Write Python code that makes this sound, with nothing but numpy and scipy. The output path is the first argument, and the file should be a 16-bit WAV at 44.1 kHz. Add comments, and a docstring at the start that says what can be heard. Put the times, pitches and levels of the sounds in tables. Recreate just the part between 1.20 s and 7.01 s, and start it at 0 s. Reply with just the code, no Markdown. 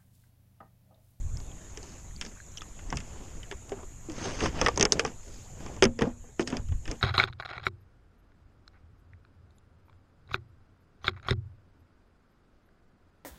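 """Clips and plastic parts click and knock on a hollow plastic kayak: snaps ring the parts and the hull.
A measuring board is dragged out and set down and cloth rustles: grainy noise swells with loose ticks.
Small hard parts or drops ring short sine notes. A light breeze buffets the microphone as low noise,
and insects hiss in the far trees of a calm river as a narrow noise band over the hush of the open air.
A small camera housing colours the near sounds with its cavity."""
import sys
import numpy as np
from scipy import signal
from scipy.io import wavfile
from scipy.ndimage import uniform_filter1d

SR = 44100
rng = np.random.default_rng(int(sys.argv[2]) if len(sys.argv) > 2 else 0)


def wrap_up_sound(samples):
    """Save the sound to the file named by the first command line argument, as 16-bit audio."""
    columns = np.atleast_2d(samples).T
    # keep every value between -1 and 1, then stretch to whole-number steps
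    tamed = np.clip(columns, -1, 1)
    steps = np.round(tamed * 32767).astype(np.int16)
    wavfile.write(sys.argv[1], SR, steps)


def boost(x):
    """Linear amplitude factor 10**(x/20) for a level x in decibels (scalar or array-like)."""
    u = np.asarray(x, float) / 20
    return 10 ** u


N = 256197  # length in samples

# gear on gear: (t/s, clack level/dB, struck part f/Hz, bright tick level/dB)
CLICKS = [(0.171, -47.5, 970, -42.5), (0.202, -47, 1020, -49.5), (1.0124, -24, 3070, -32),
          (1.022, -33.5, 2120, -46), (1.05, -39, 2100, -43), (1.3723, -38, 6050, -39.5),
          (1.4184, -34, 2980, -43.5), (1.591, -39, 1520, -69), (1.803, -37.5, 2780, -46),
          (2.231, -36, 3040, -52.5), (2.4943, -48, 2840, -47.5), (3.56, -36, 5000, -40),
          (4.564, -42, 953, -52), (5.226, -38, 3900, -49), (5.2745, -20, 3660, -31),
          (5.486, -47, 1500, -59), (5.655, -35.5, 1630, -50)]
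# gear on the hull: (t/s, clack level/dB, struck part f/Hz, bright tick level/dB, hull thump level/dB)
KNOCKS = [(0.5733, -37, 1780, -41, -47), (0.6295, -36, 4400, -44, -52), (1.0632, -37.5, 2720, -43.5, -46),
          (1.703, -37, 2280, -39.5, -49), (1.726, -20, 1030, -45, -35.5), (1.7574, -55, 920, -46, -38),
          (1.7705, -28, 2820, -32.5, -59), (1.7853, -37, 2800, -51, -46), (2.3126, -28, 1840, -43, -44),
          (2.323, -30, 1010, -54, -45), (2.519, -28, 905, -60, -33), (2.6303, -40.5, 830, -76, -50),
          (2.8858, -64, 1930, -72, -37), (2.898, -38.5, 1750, -47, -40), (2.9188, -46, 990, -47, -46),
          (3.206, -22, 1750, -39, -57), (3.2579, -18, 1090, -41, -37), (3.414, -13.5, 1160, -24, -33),
          (3.4625, -9, 1330, -27.5, -42), (3.4735, -35, 1860, -37, -31), (3.484, -13.5, 790, -28.5, -34),
          (3.5752, -19.5, 860, -25.5, -32.5), (3.5972, -21.5, 1000, -26, -29.5),
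          (3.61, -14, 2800, -18.5, -28.5), (3.6267, -16, 1180, -15.5, -27.5),
          (3.6524, -18.5, 1180, -19.5, -32.5), (3.7218, -7, 4540, -11, -30),
          (3.7946, -10.5, 3100, -23.5, -29.5), (3.8493, -19, 1020, -32.5, -33),
          (3.863, -42, 6100, -38, -55), (4.4624, -34, 1080, -48, -48.5), (4.624, -7.5, 1460, -22, -15),
          (4.6326, -21, 2180, -24.5, -28), (4.6399, -14.5, 1490, -20.5, -44),
          (4.6527, -16, 1310, -26.5, -21), (4.79, -27, 1980, -39.5, -32.5), (4.81, -25.5, 960, -42, -36),
          (4.8196, -19, 1750, -36, -27.5), (4.87, -49, 900, -67, -31), (5.041, -53, 608, -71, -55.5),
          (5.088, -62, 600, -75, -58), (5.1952, -20, 1750, -40, -24), (5.209, -38, 1000, -48, -37.5),
          (5.302, -33, 3100, -42.5, -45), (5.3255, -27.5, 1014, -72, -30.5),
          (5.3688, -30.5, 2460, -34, -36.5), (5.5208, -39, 910, -72, -49.5), (5.678, -31, 1940, -44, -41),
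          (5.7132, -33.5, 1420, -34, -38)]
CLICK_THUMP_DB = -27  # what a click passes on to the hull, relative to its clack


def hits():
    """Each blow is a sharp snap with a gritty tail that rings the struck part, the hull and the cavity."""
    out = np.zeros(N + SR)
    t = np.arange(SR // 3) / SR
    clicks = [row + (row[1] + CLICK_THUMP_DB,) for row in CLICKS]
    for start, clack_db, part_hz, tick_db, thump_db in KNOCKS + clicks:
        grit = rng.standard_normal(len(t))
        spread = rng.standard_normal((2, 8))
        snap = 3.0 * signal.unit_impulse(len(t), 12) + grit * boost(-60 * t / 0.005)
        contact = snap + grit * boost(1 - 60 * t / 0.047)
        crack = snap + grit * boost(-5 - 60 * t / 0.022)
        clack = part_clack(contact, crack, part_hz, clack_db)
        tick = cavity_tick(crack, snap)
        thump = hull_thump(snap, grit, start, spread, t)
        blow = boost(clack_db) * clack / abs(clack).max()
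        blow += boost(tick_db) * tick / np.std(tick[:220])
        blow += boost(thump_db) * thump / np.std(thump[:900])
        out[round(start * SR):][:len(t)] += blow
    # soft plastic gives little above the cavity, and the hull is too small for deep bass
    band = signal.butter(6, [90, 8600], "band", fs=SR, output="sos")
    return signal.sosfilt(band, out[:N])


# resonances of the gear: (f/Hz, width/Hz, level/dB)
GEAR = [(1180, 84, 8), (1767, 310, -2.5), (3480, 1030, 2.5)]


def part_clack(contact, crack, part_hz, clack_db):
    """The contact rings the gear resonances, strongest near the pitch of the struck part."""
    bands = [(hz, width, db - 6 * abs(np.log2(hz / part_hz))) for hz, width, db in GEAR]
    bands.append((part_hz, 0.63 * part_hz, 3.0))
    # neighbouring resonances alternate in sign
    body = sum((-1) ** k * boost(db) * resonate(contact, hz, width) for k, (hz, width, db) in enumerate(bands))
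    # light taps ring on their own pitch, hard blows crack across the band
    pitch_db = np.clip(-0.8 * clack_db - 12, 5, 15)
    pitch = resonate(crack, part_hz, 0.12 * part_hz)
    return resonate(body, part_hz, 2.5 * part_hz) + boost(pitch_db) * pitch


# cavity before the microphone: (f/Hz, width/Hz, level/dB)
HOUSING = [(5250, 900, 0), (6490, 220, 3), (8000, 1800, -22)]


def cavity_tick(crack, snap):
    """The crack excites the small air cavity of the housing, with the snap itself heard directly."""
    tick = 6 * 0 * crack
    for k, (hz, width, db) in enumerate(HOUSING):
        mode = resonate(resonate(crack, hz, width), hz, 5 * width)
        tick += (-1) ** k * boost(db) * mode
    return tick + boost(-6) * resonate(snap, 4400, 3500)


# modes of the hull, before their scatter from blow to blow: (f/Hz, level/dB, t60/s)
HULL = [(137.4, -7, 0.099), (210, -25.5, 0.4), (237.4, -5, 0.54), (309, -12, 0.2), (400, -2, 0.065),
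        (505, -4.5, 0.23), (662, -22, 0.07)]
# boom pitch of the part of the hull where the hands are at work, before scatter: (t/s, f/Hz)
SPOT = [(0.6, 399), (1.1, 205), (1.76, 149), (1.95, 457), (2.52, 381.5), (2.9, 309), (3.27, 251),
        (3.42, 520), (3.6, 400), (3.8, 468), (4.5, 420), (4.62, 400), (4.655, 209), (4.82, 480),
        (4.87, 238), (5.04, 492), (5.19, 335), (5.21, 335), (5.35, 235.5), (5.7, 307)]
SPOT_SCATTER_OCT = 0.04  # standard deviation in octaves


def hull_thump(snap, grit, start, spread, t):
    """Every spot of the hull has its own short boom and favours the long modes near it."""
    spot_hz = np.interp(start, *np.transpose(SPOT)) * 2 ** (SPOT_SCATTER_OCT * spread[1, -1])
    modes = []
    for (hz, db, t60), scatter in zip(HULL, spread[1]):
        modes.append((hz, db + 2.5 * scatter - 12 * abs(np.log2(hz / spot_hz)), t60))
    modes.append((spot_hz, 9, 0.11))
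    detune = np.append(1 + 0.021 * spread[0, :len(HULL)], 1)
    boom = signal.oaconvolve(snap[:2000], ring(modes, detune, t))[:len(t)]
    # the many small modes of the shell blur into a short dull rumble
    rumble = resonate(grit[::-1], spot_hz, 0.7 * spot_hz)
    rumble = resonate(rumble, spot_hz, 1.5 * spot_hz)
    rumble *= boost(-60 * t / 0.12) * np.minimum(t / 0.002, 1)
    return boom / np.std(boom[:900]) + boost(-7) * rumble / np.std(rumble[:900])


def ring(modes, detune, t):
    """Dying sines of one blow, scaled to peak 1."""
    x = sum(boost(db - 60 * t / t60) * np.sin(2 * np.pi * hz * d * t) for (hz, db, t60), d in zip(modes, detune))
    return x / abs(x).max()


# dragging and rustling strokes, levels before the softer strokes are dulled:
# (t/s of most pressure, rise/s, fall/s, body level/dB, bright hiss level/dB)
STROKES = [(0.25, 0.21, 0.75, -51.5, -81), (0.72, 0.51, 0.2, -52, -58), (1.035, 0.024, 0.17, -50.5, -55),
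           (1.739, 0.031, 0.06, -37.5, -75), (1.968, 1, 0.77, -49, -63), (2.58, 0.21, 0.14, -43.5, -72),
           (3.061, 0.17, 0.29, -34.5, -41.5), (3.254, 0.1, 0.05, -26, -36),
           (3.44, 0.16, 0.13, -28.5, -45.5), (3.638, 0.087, 0.051, -23.5, -80),
           (3.77, 0.13, 0.15, -34, -58.5), (3.875, 0.052, 0.069, -35, -55), (4.15, 0.24, 0.31, -54, -56),
           (4.462, 0.17, 0.32, -41.5, -61), (4.828, 0.043, 0.092, -25.5, -55),
           (5.208, 0.02, 0.034, -34, -40.5), (5.28, 0.018, 0.039, -40, -49),
           (5.339, 0.056, 0.083, -31, -57), (5.71, 0.084, 0.1, -40, -60)]
# spectrum of the dull body: (f/Hz, level/dB per Hz)
RUB_BODY = [(59, -23.5), (100, -1), (346, -6), (819, -12), (945, -13.5), (1280, -17), (2100, -19.5),
            (2900, -19), (3900, -26.5), (5850, -26.5), (9900, -120)]
# spectrum of the bright hiss: (f/Hz, level/dB per Hz)
RUB_HISS = [(3000, -18.5), (4200, -5), (5250, -5.5), (5800, -10), (6400, 3), (7000, -21), (8000, -15),
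            (10000, -28.5), (14000, -78)]


def rubbing():
    """Stick-slip friction: slightly grainy noise, a dull body through the hull and a bright hiss."""
    slips = boost(3.5 * np.minimum(rng.exponential(1, N), 3)) * (rng.random(N) < 300 / SR)
    slips = signal.lfilter([1], [1, -0.99], slips)
    grains = evened(1 + 0.25 * uniform_filter1d(slips, size=12))
    rough = noise(RUB_BODY, patchy_db=2.4, size=512)
    at, rise, fall, body_db, hiss_db = np.transpose(STROKES)
    body_gain = bumps(at, rise, fall, body_db)
    hiss_gain = bumps(at, rise, fall, hiss_db)
    # a stroke with little hiss is soft, and its body is duller too
    bright = np.clip((20 * np.log10(hiss_gain / body_gain) + 36) / 24, 0, 1)
    dull = signal.sosfilt(signal.butter(2, 1300, fs=SR, output="sos"), rough)
    body = (bright * rough + (1 - bright) * dull) * body_gain
    hiss = noise(RUB_HISS, patchy_db=2.2, size=512) * hiss_gain
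    return (body + hiss) * grains + clatter(bright * body_gain)


CLATTER_PER_S, CLATTER_DB = 110, -17.5  # mean tick rate, level relative to the bright body of a stroke


def clatter(pressure):
    """Loose parts tick at random while gear is moved, each ringing one gear or housing mode."""
    size = boost(5.0 * np.minimum(rng.exponential(1, N), 3)) * (rng.random(N) < CLATTER_PER_S / SR)
    modes = GEAR + HOUSING[:2]
    part = rng.integers(0, len(modes), N)
    ticks = np.zeros(N)
    for k, (hz, width, _) in enumerate(modes):
        ticks += evened(resonate(size * (part == k), hz, max(width, 400)))
    ticks = signal.sosfilt(signal.butter(4, 7500, fs=SR, output="sos"), ticks)
    return boost(CLATTER_DB) * evened(ticks) * pressure


# small hard parts or drops that ring one short note: (t/s, peak level/dB, f/Hz, t60/s)
PIPS = [(0.3163, -46, 3220, .015), (0.91, -51, 1900, .015), (0.963, -39, 4700, 0.011),
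        (1.162, -49, 1150, 0.0074), (1.172, -46.5, 1540, .012), (1.202, -38.5, 1640, 0.02),
        (1.264, -54.5, 5650, 0.0091), (1.319, -48.5, 5730, .012), (1.374, -31, 3150, 0.0072),
        (1.379, -34, 5800, 0.014), (1.383, -35, 3000, 0.0084), (1.409, -36.5, 3400, 0.011),
        (1.4186, -36.5, 1265, 0.03)]


def pips():
    """Each pip is one soft-starting dying sine with a faint snap."""
    out = np.zeros(N + SR)
    t = np.arange(SR // 10) / SR
    snap = resonate(signal.unit_impulse(len(t), 12), 4000, 5000)
    snap = boost(-9) * snap / abs(snap).max()
    for start, db, hz, t60 in PIPS:
        note = np.sin(2 * np.pi * hz * t) * boost(-60 * t / t60) * (1 - np.exp(-t / 0.00025))
        out[round(start * SR):][:len(t)] += boost(db) * (note / abs(note).max() + snap)
    return out[:N]


# drifting air flow: (t/s, level/dB)
BREEZE = [(0, -37), (0.35, -43.5), (1.2, -47), (2.0, -42), (2.5, -46.5), (3.5, -37.5), (4.1, -46),
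          (4.5, -40.5), (5.1, -49), (5.81, -43.5)]
# spectrum of the wind noise: (f/Hz, level/dB per Hz)
BREEZE_COLOUR = [(10, 7), (30, -0.5), (55, 0.5), (110, -4.5), (250, -31.5), (2000, -80.5)]
# puffs and jolts on the microphone port: (t/s, half length/s, level/dB)
PUFFS = [(0.028, 0.11, -34), (0.152, 0.091, -31.5), (1.763, 0.14, -35.5), (3.288, 0.036, -27.5),
         (3.436, 0.17, -37), (4.658, 0.094, -27.5), (5.397, 0.069, -29.5), (5.516, 0.099, -24),
         (5.685, 0.031, -28)]


def breeze():
    """Lumpy low pressure swings on the microphone port: a drifting air flow with short puffs."""
    at, half, db = np.transpose(PUFFS)
    level = np.hypot(boost(curve(BREEZE, 1)), bumps(at, half, half, db))
    return noise(BREEZE_COLOUR, patchy_db=1.5, size=2048) * level


# far chorus, heard softer once the camera turns up: (t/s, level/dB, centre f/Hz)
INSECTS = [(0, -56, 6890), (4.55, -56.5, 6920), (4.7, -62, 6930), (5.81, -58.5, 6900)]
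# spectrum of the open air: (f/Hz, level/dB per Hz)
AIR = [(90, 1.5), (150, 8), (600, -2.5), (2200, -8), (3200, -12.5), (4300, -13.5), (6000, -50),
       (9000, -17.5), (13500, -21.5), (15000, -94)]
AIR_DB = -1  # relative to the insects


def insects():
    """A far chorus blurs into one smooth band of hiss over the hush of the open air."""
    centre = curve(INSECTS, 2)
    band = resonate(rng.standard_normal(N), centre, 1140)
    band = resonate(band, centre, 1140)
    air = boost(AIR_DB) * noise(AIR, patchy_db=3.5)
    return (evened(band) + air) * boost(curve(INSECTS, 1))


def evened(x):
    """Scales to rms 1."""
    return x / np.sqrt(np.mean(x ** 2) + 1e-20)


def curve(rows, column):
    """One column of a curve at every sample."""
    rows = np.array(rows)
    return np.interp(np.arange(N) / SR, rows[:, 0], rows[:, column])


def resonate(x, hz, width):
    """Shifts hz (fixed or a curve) down to zero, smooths, and shifts back: a resonance of gain 1."""
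    turn = np.exp(2j * np.pi * np.cumsum(hz * np.ones(len(x))) / SR)
    r = np.exp(-np.pi * width / SR)
    return 2 * (turn * signal.lfilter([1 - r], [1, -r], x / turn)).real


def noise(colour, patchy_db, size=1024):
    """Random short-time spectra of a given colour with drifting patches, at rms 1."""
    frames = 4 * N // size + 5
    bin_hz = np.fft.rfftfreq(size, 1 / SR)
    real, imag, patches = rng.standard_normal((frames, len(bin_hz), 3)).T
    patches = evened(uniform_filter1d(uniform_filter1d(patches, 10, 0), 8, 1))
    hz, db = np.transpose(colour)
    colour_db = np.interp(np.log(bin_hz + 1), np.log(hz + 1), db)[:, None]
    spectra = (real + 1j * imag) * boost(colour_db + patchy_db * patches)
    return evened(signal.istft(spectra, nperseg=size, noverlap=3 * size // 4)[1][:N])


STROKE_ENDS_DB, STROKE_SHAPE = -23, 1.29  # level one rise or fall off the top; 1 = pointed, 2 = round


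def bumps(at, rise, fall, db):
    """Gain curve of swells that rise to db at their time and fall again, summed in power."""
    t = np.arange(0, N + 64, 64)[:, None] / SR - at
    away = np.where(t < 0, -t / rise, t / fall) ** STROKE_SHAPE
    power = (boost(np.maximum(db + STROKE_ENDS_DB * away, -140)) ** 2).sum(1)
    return np.interp(np.arange(N), np.arange(len(t)) * 64, np.sqrt(power))


def scene():
    """All sources in the open air, with no room; near sounds lose a band below the housing cavity."""
    near = hits() + rubbing()
    near = near - 0.55 * resonate(near, 4150, 1000)
    return (near + pips() + breeze() + insects())[None]


def low_pass(x):
    """Removes everything above the highest recorded frequency."""
    return signal.sosfilt(signal.butter(12, 14030, fs=SR, output="sos"), x)


def record(dry):
    """Passes the finished mix on at its own level."""
    return low_pass(dry)


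dry = scene()
out = record(dry)
wrap_up_sound(out)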